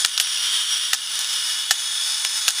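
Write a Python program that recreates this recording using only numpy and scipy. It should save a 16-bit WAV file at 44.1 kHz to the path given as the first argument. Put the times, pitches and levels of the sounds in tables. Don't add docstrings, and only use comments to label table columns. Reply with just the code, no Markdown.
import sys
import numpy as np
from scipy import signal
from scipy.fft import rfft, irfft
from scipy.io import wavfile
from scipy.ndimage import uniform_filter1d

SR = 44100
rng = np.random.default_rng(int(sys.argv[2]) if len(sys.argv) > 2 else 0)


def attenuation_scalar(level_db):
    decades = np.asarray(level_db, float) / 20
    return 10 ** decades


def unload_audio(sound):
    columns = np.transpose(np.atleast_2d(sound))
    steps = np.round(np.clip(columns, -1, 1) * 32767)
    wavfile.write(sys.argv[1], SR, steps.astype(np.int16))


N = 114660


def unit(x):
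    return x / np.sqrt(np.mean(x ** 2))


def ring(x, hz, width_hz):
    return signal.lfilter(*signal.iirpeak(hz, hz / width_hz, SR), x)


def colour(x, table):
    hz, db = np.array(table).T
    f = np.arange(2049) * SR / 4096 + 1
    log_gain = np.interp(np.log(f), np.log(hz), db) * np.log(10) / 20
    cepstrum = irfft(log_gain)
    cepstrum[1:2048] *= 2
    cepstrum[2049:] = 0
    response = irfft(np.exp(rfft(cepstrum)))[:2048]
    return signal.fftconvolve(x, response)[:len(x)]


def walk(rate_hz):
    k = int(SR / rate_hz)
    chance = rng.standard_normal(N // 50)[:N // k + 1]
    held = np.repeat(chance, k)
    return unit(uniform_filter1d(uniform_filter1d(held, k), k)[:N])


def clicks(at_s, size):
    at = np.clip(at_s * SR, 0, N - 2)
    i = at.astype(int)
    return np.bincount(i, size * (1 - at + i), N) + np.bincount(i + 1, size * (at - i), N)


RELEASES_S = [
    -.58,
    .2,
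    .932,
    1.708,
    2.48,
]
TOOTH_DB = [
    0,
    -5,
    -4,
]
TURN_HZ, UNWIND_HZ_PER_S = 214, 8
RACE_HZ, RACE_S = 45, .33
TOOTH_SCATTER_DB, TOOTH_JITTER_S = 2, .0001


def tooth_ticks(t):
    since = t - np.array(RELEASES_S)[np.searchsorted(RELEASES_S, t, side="right") - 1]
    turn_hz = TURN_HZ - UNWIND_HZ_PER_S * t + RACE_HZ * np.exp(-since / RACE_S)
    contacts = len(TOOTH_DB) * np.cumsum(turn_hz * (1 + .006 * walk(12))) / SR
    k = np.arange(int(contacts[-1]))
    late, strong, sign = rng.standard_normal((N // 20, 3)).T[:, k]
    at_s = np.interp(k, contacts, t) + TOOTH_JITTER_S * late
    level_db = np.array(TOOTH_DB)[k % len(TOOTH_DB)] + TOOTH_SCATTER_DB * strong
    return clicks(at_s, attenuation_scalar(level_db) * np.sign(sign))


CHATTER_PER_S, CHATTER_DB = 2500, -6


def loose_chatter():
    wait, sign, weak = rng.random((N // 8, 3)).T
    at_s = np.cumsum(-np.log(wait)) / CHATTER_PER_S
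    chatter = clicks(at_s, np.sign(sign - .5) * attenuation_scalar(-12 * weak))
    chatter[-2:] = 0
    return attenuation_scalar(CHATTER_DB) * chatter


# t/s, level/dB, grip of the hand on the shell/0-1
GEARS = [(0, -18.5, 0.4), (.045, -27.5, 0.86), (.07, -29, 0.32), (.17, -27.5, 0.08), (.25, -25, 0.12),
         (.42, -23, 0.15), (.62, -23.5, 0), (.92, -26, 0.16), (.955, -30.5, 0.3), (1.1, -25, 0.23),
         (1.28, -22.5, 0.28), (1.69, -25, 0.38), (1.76, -25.5, .7), (1.97, -23, 0.7), (2.099, -22, 1),
         (2.47, -23, 0.73), (2.52, -27.5, 0.95), (2.6, -23.5, .75)]
# f/Hz, width/Hz, peak level/dB, grip where it rings best/0-1, loss per unit of grip away/dB
SHELL = [(833, 28, -12.5, 0.7, 12.5), (1500, 29, -16, 0.6, 6), (1752, 24, -11.5, 0.44, 3.5),
         (2933, 117, 3, 0.02, 9), (3164, 104, 7, 0, 33.5), (3343, 120, 5, 0.71, 17),
         (4500, 190, -18, 0.66, 22), (5020, 39, -1.5, .95, -1), (5169, 94, 6.5, 0.84, 4.5),
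         (5660, 132, 4.5, 0.12, 29), (6320, 204, -2.5, 0.27, 12), (6870, 133, -3.5, 0.64, 21.5),
         (8070, 330, -8.5, 0, 13), (9200, 330, -6.5, .4, -2)]
# f/Hz, level/dB
TICK = [(200, -39), (400, -40.5), (800, -15), (2200, -11), (3200, 1.5), (6500, -1), (11000, -12),
        (15500, -18.5)]
TICK_DB, SLIDE_DB = -4.5, -23.5
TICK_SMEAR_S = .004


def gears(t):
    s, db, grip = np.array(GEARS).T
    force = tooth_ticks(t) + loose_chatter() + attenuation_scalar(SLIDE_DB) * rng.standard_normal(N)
    g = np.clip(np.interp(t, s, grip), 0, 1)
    shell = np.zeros(N)
    for hz, width_hz, top_db, best, loss_db in SHELL:
        mode_db = top_db - loss_db * np.abs(g - best) + 1.34 * walk(8.98)
        shell += attenuation_scalar(mode_db) * ring(force, hz, width_hz)
    paths = rfft(rng.standard_normal(2048) * attenuation_scalar(-60 * t[:2048] / TICK_SMEAR_S))
    spread = irfft(paths / np.abs(paths))[:1024]
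    force = signal.fftconvolve(force, spread)[:N]
    train = unit(shell + attenuation_scalar(TICK_DB) * colour(force, TICK))
    return train * attenuation_scalar(np.interp(t, s, db) + 0.95 * walk(24.615))


# t/s, peak level/dB, brightness f/Hz, t60/s, hollow body level/dB
KNOCKS = [(.004, -10, 7000, 0.004, -8), (.0165, -17, 7000, .006, -23), (.034, -12, 5500, 0.0068, -20),
          (0.0444, -20, 3500, 0.012, -12), (0.0476, 2.5, 3600, 0.011, -8), (0.049, -3.5, 3160, 0.016, 1),
          (0.0598, -7, 7500, 0.0058, -20), (0.1772, -1, 4140, 0.0044, -16), (0.1801, -8, 4500, 0.019, -13),
          (0.1992, 1, 3900, 0.011, -11), (0.2031, -9, 4000, .02, 1), (.208, -11.5, 9600, 0.075, -22),
          (0.271, -13, 3350, 0.015, -27), (.373, -12, 2730, 0.0084, -22), (0.931, -6, 1750, 0.017, 0.5),
          (.9326, -0.5, 3450, 0.013, -23), (0.9339, -4.5, 5530, .02, -7), (.940, -9, 6070, 0.04, -8),
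          (.948, -12, 5500, 0.0068, -20), (1.073, -15.5, 3300, 0.0063, -21),
          (1.101, -18.5, 5700, .004, -20), (1.155, -13, 8500, .004, -18), (1.191, -9.5, 7900, 0.0073, -12),
          (1.209, -12, 7500, .003, -22), (1.214, -13, 8000, 0.0095, -14), (1.245, -12, 3000, 0.0062, -20),
          (1.329, -15, 5200, 0.0052, -20), (1.338, -14, 5800, 0.0046, -20), (1.707, -12, 1810, 0.0086, -14),
          (1.7086, 1, 4240, 0.013, -1), (1.7089, -5, 4500, 0.023, -1), (1.713, -7, 6500, 0.055, -10),
          (2.2487, -6.5, 2530, 0.019, -26), (2.4799, 0.5, 3150, 0.011, -9), (2.482, -6.5, 5000, 0.014, -10),
          (2.486, -3, 6800, 0.021, -12), (2.498, -14.5, 3600, .01, -20), (2.5049, -10.5, 6500, 0.014, -23),
          (2.583, -20, 2000, 0.035, -8)]
KNOCK_RISE_S, KNOCK_RING_DB, KNOCK_SCATTER_DB = .0004, -3, 4
KNOCK_BRIGHT_DB, KNOCK_THUD_DB, KNOCK_LOW_HZ, KNOCK_TOP_HZ = 2.5, -15, 510, 12400


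def knocks():
    n = 4096
    out = np.zeros(N + 2 * n)
    u = np.arange(n) / SR
    low_cut = signal.butter(3, KNOCK_LOW_HZ, "high", fs=SR, output="sos")
    for s, db, bright_hz, t60, body_db in KNOCKS:
        sign, size = rng.standard_normal((2, n))
        hit = np.sign(sign) * attenuation_scalar(3 * size) * (1 - np.exp(-u / KNOCK_RISE_S)) * attenuation_scalar(-60 * u / t60)
        hit = signal.lfilter(*signal.butter(1, KNOCK_TOP_HZ, fs=SR), hit)
        shell = np.zeros(n)
        for luck, (hz, width_hz, top_db, *_) in zip(rng.standard_normal(len(SHELL)), SHELL):
            shell += attenuation_scalar(KNOCK_SCATTER_DB * luck + top_db / 2) * ring(hit, hz, 2 * width_hz)
        bright = unit(ring(hit, bright_hz, 0.37 * bright_hz))
        body = unit(ring(hit, 1770, 170)) + attenuation_scalar(KNOCK_THUD_DB) * unit(ring(hit, 833, 100))
        x = unit(colour(hit, TICK)) + attenuation_scalar(KNOCK_BRIGHT_DB) * bright
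        x = x + attenuation_scalar(KNOCK_RING_DB) * unit(shell) + attenuation_scalar(body_db) * body
        x = signal.sosfilt(low_cut, x)
        i = int(s * SR)
        out[i:i + n] += x / np.abs(x).max() * attenuation_scalar(db)
    return out[:N]


ROOM_DB, ROOM_T60_S = -14, .1


def echo(toy, t):
    tail = rng.standard_normal(SR // 3) * attenuation_scalar(-60 * t[:SR // 3] / ROOM_T60_S)
    tail = tail / np.sqrt(np.sum(tail ** 2))
    return attenuation_scalar(ROOM_DB) * signal.fftconvolve(toy, tail)[:N]


# f/Hz, rms level/dB
HUM = [
    (60, -90),
    (120, -74),
    (180, -79.5),
    (240, -71.5),
    (540, -81),
]
# f/Hz, level/dB
AIR = [(15, -58), (25, -30), (65, -27), (113, -11), (236, 2), (354, -24), (700, -13), (910, -26),
       (1540, -120)]


def background(t):
    hum = sum(np.sqrt(2) * attenuation_scalar(db) * np.sin(2 * np.pi * (hz * t + rng.random())) for hz, db in HUM)
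    return hum + attenuation_scalar(-77.5) * unit(colour(rng.standard_normal(N), AIR))


def scene():
    t = np.arange(N) / SR
    toy = gears(t) + knocks()
    return np.tile(toy + echo(toy, t) + background(t), (2, 1))


def band_limit(x):
    return signal.sosfilt(signal.butter(12, 16450, fs=SR, output="sos"), x)


def record(dry):
    notch_hz, notch_width_hz, top_hz = 8090, 98, 15150
    x = signal.lfilter(*signal.iirnotch(notch_hz, notch_hz / notch_width_hz, SR), dry)
    x = signal.sosfilt(signal.ellip(8, .2, 60, top_hz, fs=SR, output="sos"), x)
    x = signal.sosfilt(signal.butter(1, 40, "high", fs=SR, output="sos"), x)
    return band_limit(np.clip(x, -1, 1))


dry = scene()
out = record(dry)
unload_audio(out)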